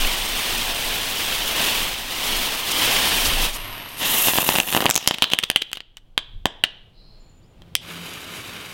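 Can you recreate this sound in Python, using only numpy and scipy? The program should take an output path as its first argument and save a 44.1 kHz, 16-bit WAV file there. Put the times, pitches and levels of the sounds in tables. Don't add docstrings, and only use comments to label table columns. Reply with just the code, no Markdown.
import sys
import numpy as np
from scipy import signal
from scipy.fft import rfft, irfft, next_fast_len
from scipy.io import wavfile

SR = 44100
rng = np.random.default_rng(int(sys.argv[2]) if len(sys.argv) > 2 else 0)


def wrap_up_sound(samples):
    columns = np.atleast_2d(samples).T
    tamed = np.clip(columns, -1, 1)
    steps = np.round(tamed * 32767).astype(np.int16)
    wavfile.write(sys.argv[1], SR, steps)


N = 384993
BOUNCE_MS = 1.05


def undb(db):
    return 10 ** (np.asarray(db) / 20)


def unit(x):
    return x / np.sqrt(np.mean(x ** 2) + 1e-20)


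def clock():
    return np.arange(N) / SR


def curves(table):
    times, *columns = np.transpose(table)
    return [np.interp(clock(), times, column) for column in columns]


def swells(table):
    return sum(undb(db) * np.exp(-np.minimum(((clock() - s) / width) ** 2, 50)) for s, width, db in table)


def colour(x, points):
    size = next_fast_len(len(x))
    hz, db = np.transpose(points)
    bins_hz = np.maximum(np.fft.rfftfreq(size, 1 / SR), 1)
    gain = undb(np.interp(np.log(bins_hz), np.log(hz), db))
    return irfft(rfft(x, size) * gain, size)[:len(x)]


def noise(points):
    return unit(colour(rng.standard_normal(N), points))


def cut(x, hz, kind, order=2):
    return signal.sosfilt(signal.butter(order, hz, kind, fs=SR, output="sos"), x)


def walk(rate):
    steps = rng.standard_normal(N // 10)
    place = np.cumsum(np.broadcast_to(rate / SR, N))
    return unit(np.interp(place, np.arange(len(steps)), steps))


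def delay(x, ms):
    samples = np.arange(len(x))
    return np.interp(samples - ms * SR / 1000, samples, x, left=0)


def blurred_tone(hz, width_hz):
    phase = 2 * np.pi * np.cumsum(hz) / SR
    return unit(walk(width_hz) * np.sin(phase) + walk(width_hz) * np.cos(phase))


def glides(table):
    out = np.zeros(N)
    for start, end, start_hz, end_hz, width_hz, db in table:
        progress = np.clip((clock() - start) / (end - start), 0, 1)
        tone = blurred_tone(start_hz + (end_hz - start_hz) * progress, width_hz)
        out += tone * undb(db) * np.interp(progress, [0, .15, .45, 1], [0, 1, .9, 0])
    return out


def sparks(rate):
    size_db = 3 * np.minimum(rng.exponential(size=N), 2.5)
    return unit((rng.random(N) < rate / SR) * undb(size_db))


def flame(levels, spectrum, flutter_db, spark_rate, spark_db, bounce_db, wander_ms, wander_rate):
    split_hz, fade_s = 6000, .022
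    rush_db, sizzle_db = curves(levels)
    flutter = undb(flutter_db * (.56 * walk(35) + .73 * walk(260)))
    direct = rng.standard_normal(N) * flutter + undb(spark_db) * sparks(spark_rate)
    bounce = undb(bounce_db) * delay(direct, BOUNCE_MS + wander_ms * walk(wander_rate))
    gas = colour(direct + bounce, spectrum)
    rush = unit(cut(gas, split_hz, "low", order=4)) * undb(rush_db + .5 * walk(50))
    sizzle = unit(cut(gas, split_hz, "high", order=4)) * undb(sizzle_db + 1.4 * walk(76))
    inside_s = np.minimum(clock() - levels[0][0], levels[-1][0] - clock())
    burning = np.clip(inside_s / fade_s + .5, 0, 1)
    return (rush + sizzle) * np.sqrt(burning)


# time_s, level_db
SPIN_LEVELS = [(0.0, -23.5), (0.05, -23.5), (0.22, -27), (0.35, -25), (1.13, -26.5), (1.33, -24.5),
               (1.38, -27), (1.68, -21), (2.07, -32.5), (2.13, -28), (2.36, -22.5), (2.62, -28),
               (2.82, -19), (3.31, -22.5), (3.38, -25), (3.46, -22), (3.52, -33.5), (3.55, -32)]
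# frequency_hz, gain_db
SPIN_SPECTRUM = [(35, -37), (60, -10), (150, -11.5), (260, -7.5), (480, -7), (950, -7.5), (1500, -9),
                 (2200, -6.5), (3100, -1.5), (4500, -10.5), (7300, -17), (8600, -13.5), (10000, -14.5),
                 (15500, -13.5)]


def spin(sizzle_db=-4.5):
    levels = [(s, db, db + sizzle_db) for s, db in SPIN_LEVELS]
    return flame(levels, SPIN_SPECTRUM, flutter_db=.75, spark_rate=250, spark_db=-12,
                 bounce_db=-13, wander_ms=.14, wander_rate=40)


# start_s, end_s, start_hz, end_hz, width_hz, level_db
NOZZLE_WHISTLES = [(0, 1.2, 8470, 8760, 800, -43), (2.95, 3.6, 8760, 9100, 1300, -37),
                   (3.0, 3.6, 11300, 11700, 1400, -36), (3.55, 4.15, 11700, 12000, 1200, -44)]


def nozzle():
    return glides(NOZZLE_WHISTLES)


# time_s, level_db
BREEZE_LEVELS = [(0, -33.5), (3.0, -39), (4.1, -46), (5.3, -61), (6.0, -48), (7.4, -52), (7.9, -63)]
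# frequency_hz, gain_db
BREEZE_SPECTRUM = [(10, -7), (18, 0.5), (28, 3), (40, -12), (60, -29), (110, -34), (250, -66.5)]
# peak_s, half_width_s, rumble_db, buffet_db
BREEZE_GUSTS = [(0.034, .09, -26, -54), (2.38, .1, -36, -56), (3.32, .09, -26, -33), (3.48, .16, -28, -55),
                (6.356, .1, -42, -45.5), (7.6, .025, -47, -45)]


def breeze(waver_db=1.5):
    level_db, = curves(BREEZE_LEVELS)
    strength = undb(level_db + waver_db * walk(12))
    gusting = swells([(s, width, db) for s, width, db, _ in BREEZE_GUSTS])
    buffeting = swells([(s, width, db) for s, width, _, db in BREEZE_GUSTS])
    rumble = noise(BREEZE_SPECTRUM)
    buffet = unit(cut(cut(rng.standard_normal(N), 90, "low", order=3), 35, "high"))
    return rumble * (strength + gusting) + buffet * buffeting


def blast(push_ms=.36, suck_ms=.41):
    ms = np.arange(SR // 40) * 1000 / SR
    return np.exp(-ms / push_ms) / push_ms - np.exp(-ms / suck_ms) / suck_ms


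# frequency_hz, gain_db
SPIT_SPECTRUM = [(1500, -24), (4000, -2), (5500, 0), (9000, -2), (12500, -5), (16000, -12.5)]
# frequency_hz, gain_db
GRIT_SPECTRUM = [(300, -21.5), (1000, -5), (2000, 2), (2800, -4.5), (3800, 0.5), (5000, -11), (12000, -24)]


def pop(thump, ring_db, ring_hz, ring_t60_ms, thump_db, crack_db, crack_ms=.4, grit_db=-7):
    ms = np.arange(len(thump)) * 1000 / SR
    spit, grit = rng.standard_normal((2, len(ms)))
    ring = np.sin(2 * np.pi * ring_hz * ms / 1000) * undb(-60 * ms / ring_t60_ms)
    crack = colour(spit, SPIT_SPECTRUM) * np.exp(-ms / crack_ms)
    debris = colour(grit, GRIT_SPECTRUM) * np.exp(-ms / (.33 * ring_t60_ms))
    parts = [(ring, ring_db), (thump, thump_db), (crack, crack_db), (debris, ring_db + grit_db)]
    return sum(unit(x) * undb(db) for x, db in parts) / np.sqrt(ms[-1])


def bursts(rows, bounce_db=-8):
    out, wave = np.zeros(N + SR), blast()
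    thump = cut(wave + undb(bounce_db) * delay(wave, BOUNCE_MS), 3000, "low")
    for s, *shape in rows:
        sound, start = pop(thump, *shape), int(s * SR)
        out[start:start + len(sound)] += sound
    return out[:N]


# time_s, pitch_hz
RING_PITCHES = [(4.5, 2740), (5.3, 3070), (6.3, 2974)]


def ring_pitch(s, scatter=.025):
    return np.interp(s, *np.transpose(RING_PITCHES)) * (1 + scatter * rng.standard_normal())


# start_s, ring_db, ring_t60_ms, thump_db, crack_db
POPS_AND_CLICK = [(0.0483, -16.5, 9, -33, -29), (4.2729, -12, 6, -18, -20), (4.2845, -20.5, 6, -11, -19.5),
                  (4.3853, -17.5, 5.6, -5, -19.5), (4.4903, -3.5, 3.2, -4.5, -20),
                  (4.5544, -17, 8.3, -13, -21), (4.5599, -13, 5, -16.5, -17.5), (4.586, -3.5, 1.7, -9, -27),
                  (4.601, -4.5, 8.9, -11.5, -5.5), (4.7266, -14.5, 4, -21, -19.5),
                  (4.7488, -11, 12, -6, -15.5), (4.766, -16, 8.9, -6, -14), (4.7746, -13, 5, -13, -26),
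                  (4.8056, -17, 22, -10.5, -16), (4.8568, -14, 7.7, -3, -13),
                  (4.8642, -2.5, 4.1, -16, -23.5), (5.075, 0.5, 4.6, -3.5, 5), (5.1107, -12, 7, -12, -30.5),
                  (5.2225, 2.5, 4.9, -9, -3.5), (5.2419, -7, 4.7, -27.5, -23.5), (5.335, -3, 5.6, -10, -10),
                  (5.3883, -3.5, 3.8, -31, -13.5), (5.501, -7.5, 4.4, -18, -12),
                  (5.5604, 0, 7.1, -15.5, -8), (5.7163, -36, 7, -40, -40), (5.7311, -16.5, 7, -37, -23),
                  (5.7717, -22, 16, -37, -35), (5.805, -23.5, 5.6, -60, -47), (5.97, -29, 20, -55, -37),
                  (6.178, -3.5, 5.5, -17.5, -21), (6.4564, -5.5, 4.6, -3, -12),
                  (6.6385, 0, 10.6, -16, -23.5), (7.62, -41, 17, -43, -50)]


def pops_and_click():
    return bursts([(s, db, ring_pitch(s), *shape) for s, db, *shape in POPS_AND_CLICK])


# frequency_hz, gain_db
GARDEN_SPECTRUM = [(40, -36), (120, -13.5), (400, -3), (2300, -5), (3000, -1.5), (3400, 1.5), (4100, -4),
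                   (5500, -3), (9000, -4.5), (16000, -19)]


def garden(x, wall_ms=11.9, wall_db=-21, near_db=-21, far_db=-24.5):
    near_t60_s, far_t60_s, treble_t60_s = .086, .55, .2
    t = clock()[:SR]
    near, far = (colour(rng.standard_normal(SR), GARDEN_SPECTRUM) for _ in range(2))
    scatter = near * undb(-60 * t / near_t60_s)
    tail = cut(far, 4500, "low", order=4) * undb(-60 * t / far_t60_s)
    tail += cut(far, 5000, "high", order=4) * undb(-60 * t / treble_t60_s)
    response = (unit(scatter) * undb(near_db) + unit(tail) * undb(far_db)) / np.sqrt(SR)
    return undb(wall_db) * delay(x, wall_ms) + signal.fftconvolve(x, delay(response, ms=2.8))[:N]


# peak_s, half_width_s, level_db
GAS_FLARES = [(2.718, 0.0083, -24), (3.262, 0.017, -22), (3.545, 0.016, -34), (5.082, .008, -27),
              (8.138, 0.0041, -38), (8.37, .045, -45)]


def flares():
    return noise(SPIT_SPECTRUM) * swells(GAS_FLARES)


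# time_s, rush_db, sizzle_db
SPUTTER_LEVELS = [(3.55, -29, -28), (3.568, -32, -32), (3.588, -34.5, -43), (3.87, -36.5, -50),
                  (3.89, -36, -41), (3.9, -38.5, -47), (3.968, -35.5, -39), (4.0, -34, -31)]
# frequency_hz, gain_db
SPUTTER_SPECTRUM = [(59, -28), (100, 1.5), (189, -11.5), (249, -5), (481, -9.5), (705, -5), (801, -10),
                    (950, -3), (1580, -8.5), (2990, -4), (7450, -29.5), (9020, -19.5), (10200, -25),
                    (11600, -17), (16000, -31)]


def sputter():
    return flame(SPUTTER_LEVELS, SPUTTER_SPECTRUM, flutter_db=1, spark_rate=130, spark_db=-5.5,
                 bounce_db=-17, wander_ms=.065, wander_rate=10)


# time_s, rush_db, sizzle_db
JET_LEVELS = [(4.0, -30, -32), (4.018, -23, -29.5), (4.172, -22.5, -18.5), (4.29, -20.5, -19),
              (4.32, -25, -21.5)]
# frequency_hz, gain_db
JET_SPECTRUM = [(40, -31), (80, -11), (250, -6.5), (450, -6), (950, -4), (1500, -8), (1900, -3),
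                (2300, -6.5), (2700, 0.5), (3550, -0.5), (4600, -11.5), (8000, -5.5), (12700, 3.5),
                (16000, -1.5)]


def jet():
    return flame(JET_LEVELS, JET_SPECTRUM, flutter_db=.9, spark_rate=440, spark_db=-18.5,
                 bounce_db=-16.5, wander_ms=.085, wander_rate=8.7)


# time_s, rush_db, sizzle_db
EMBER_LEVELS = [(4.32, -28, -23.5), (4.55, -26, -25.5), (4.64, -39, -35), (4.77, -28.5, -24),
                (4.92, -37.5, -45.5), (5.16, -41.5, -58), (5.7, -60, -71)]


def embers():
    return flame(EMBER_LEVELS, JET_SPECTRUM, flutter_db=4, spark_rate=130, spark_db=-14.5,
                 bounce_db=-10.5, wander_ms=.099, wander_rate=6.2)


def patter(count=32, start_s=4.33, length_s=1.2, thinning=1.5, ring_t60_ms=6.7):
    first_db, spread_db, fade_db_per_s, thump_fade_db_per_s = -21, 4, 3, 13
    rows = []
    for k, (place, size) in enumerate(rng.random((count, 2))):
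        age_s = length_s * ((k + place) / count) ** thinning
        s = start_s + age_s
        ring_db = first_db - fade_db_per_s * age_s + spread_db * (2 * size - 1)
        thump_db = ring_db + 1 - thump_fade_db_per_s * age_s
        crack_db = ring_db - 8
        rows.append((s, ring_db, ring_pitch(s), ring_t60_ms, thump_db, crack_db))
    return bursts(rows)


# peak_s, half_width_s, level_db
GRAIN_SPURTS = [(4.379, 0.0028, -16), (4.694, .003, -24), (5.144, 0.0046, -21.5), (5.229, .005, -18.5),
                (5.32, 0.0054, -21.5), (5.4385, .003, -13), (5.621, 0.0032, -18.5), (5.756, 0.0047, -35)]
# frequency_hz, gain_db
SPURT_SPECTRUM = [(80, -25.5), (200, -7), (600, -14.5), (2000, -14.5), (2900, 0), (3800, -4.5),
                  (5000, -16.5), (9000, -23), (16000, -27)]


def spurts():
    return noise(SPURT_SPECTRUM) * swells(GRAIN_SPURTS)


# peak_s, half_width_s, level_db
JET_CHUFFS = [(4.51, .12, -30.5), (4.81, 0.074, -27)]


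def chuffs():
    blasts = signal.fftconvolve(sparks(rate=140), blast())[:N]
    dull = cut(cut(blasts, 1500, "low"), 90, "high")
    return unit(dull) * swells(JET_CHUFFS)


def sinking_pitch(s, start_s=4.89, start_hz=8000, end_hz=3210, sink_s=.2):
    return end_hz + (start_hz - end_hz) * np.exp(-np.maximum(s - start_s, 0) / sink_s)


# start_s, ring_db, thump_db
HIGH_SNAPS = [(4.8939, -19, -10), (4.901, -8.5, -16.5), (4.9099, -4.5, -21.5), (4.9443, -22, -29.5),
              (4.9554, -11, -25), (4.962, -6.5, -13), (4.9769, -14, -25)]


def snaps(ring_t60_ms=2.5, crack_db=-.5):
    return bursts([(s, db, sinking_pitch(s), ring_t60_ms, thump_db, db + crack_db)
                   for s, db, thump_db in HIGH_SNAPS])


# start_s, level_db, fade_db_per_s
TAIL_DECAYS = [(4.895, -35.5, 65), (5.225, -37, 49.5), (5.56, -43, 121)]


def ringing_tail(width_hz=380, at_hz=3300, widening=3.6, attack_s=.011):
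    t = clock()
    hz = sinking_pitch(t)
    band_hz = np.minimum(width_hz * (hz / at_hz) ** widening, SR / 10)
    envelope = sum(np.clip((t - s) / attack_s, 0, 1) * undb(db - fade * np.maximum(t - s, 0))
                   for s, db, fade in TAIL_DECAYS)
    return blurred_tone(hz, band_hz) * envelope


# time_s, level_db
TOWN_LEVELS = [(5.9, -63.5), (7.0, -54), (7.85, -49)]
# frequency_hz, gain_db
TOWN_SPECTRUM = [(24, -25.5), (50, -6.5), (110, -0.5), (165, -6), (250, -12.5), (650, -18), (1100, -25.5),
                 (1850, -30.5), (3200, -27.5), (6000, -41.5), (16000, -47)]


def town(waver_db=1):
    level_db, = curves(TOWN_LEVELS)
    return noise(TOWN_SPECTRUM) * undb(level_db + waver_db * walk(5.6))


# start_s, end_s, start_hz, end_hz, width_hz, level_db
DISTANT_TONES = [(6.923, 7.39, 4080, 4300, 520, -58.5), (6.93, 7.3, 4660, 5020, 1200, -65.5),
                 (7.162, 7.622, 7110, 7000, 110, -68.5), (7.425, 7.475, 4400, 5600, 400, -67),
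                 (7.55, 8.5, 168, 173, 7, -48)]


def distant_whistles_and_engine():
    return glides(DISTANT_TONES)


def ignition(start_s=7.7528, ring_db=-5.5, ring_hz=3300, ring_t60_ms=4, thump_db=-50, crack_db=-6.5):
    crack = bursts([(start_s, ring_db, ring_hz, ring_t60_ms, thump_db, crack_db)])
    return cut(crack, 1300, "high", order=4)


# frequency_hz, gain_db
FUSE_SPECTRUM = [(47, -38), (80, -27), (174, 1), (203, -4.5), (431, 1), (877, -11), (1460, 0),
                 (1950, -10.5), (2330, 2), (2780, -6.5), (3100, -2.5), (5640, -23), (7870, -27),
                 (12000, -26), (16000, -33)]


def fuse(start_s=7.82, rise_s=.067, rise_db=8, level_db=-37, sizzle_db=-7.3, waver_db=1):
    burn = [(start_s, level_db - rise_db), (start_s + rise_s, level_db), (N / SR + 1, level_db)]
    levels = [(s, db, db + sizzle_db) for s, db in burn]
    fizz = flame(levels, FUSE_SPECTRUM, flutter_db=1.3, spark_rate=110, spark_db=-15.5,
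                 bounce_db=-9, wander_ms=.012, wander_rate=6)
    return fizz * undb(waver_db * walk(16))


def scene():
    flames = spin() + sputter() + jet() + embers()
    crackle = pops_and_click() + patter() + spurts() + chuffs() + snaps() + ignition()
    firework = flames + nozzle() + flares() + ringing_tail() + crackle + garden(crackle)
    mono = firework + fuse() + breeze() + town() + distant_whistles_and_engine()
    return np.array([mono, mono])


def record(dry, top_hz=15950):
    clipped = np.clip(dry, -1, 1)
    return signal.sosfilt(signal.ellip(12, .2, 70, top_hz, fs=SR, output="sos"), clipped)


dry = scene()
out = record(dry)
wrap_up_sound(out)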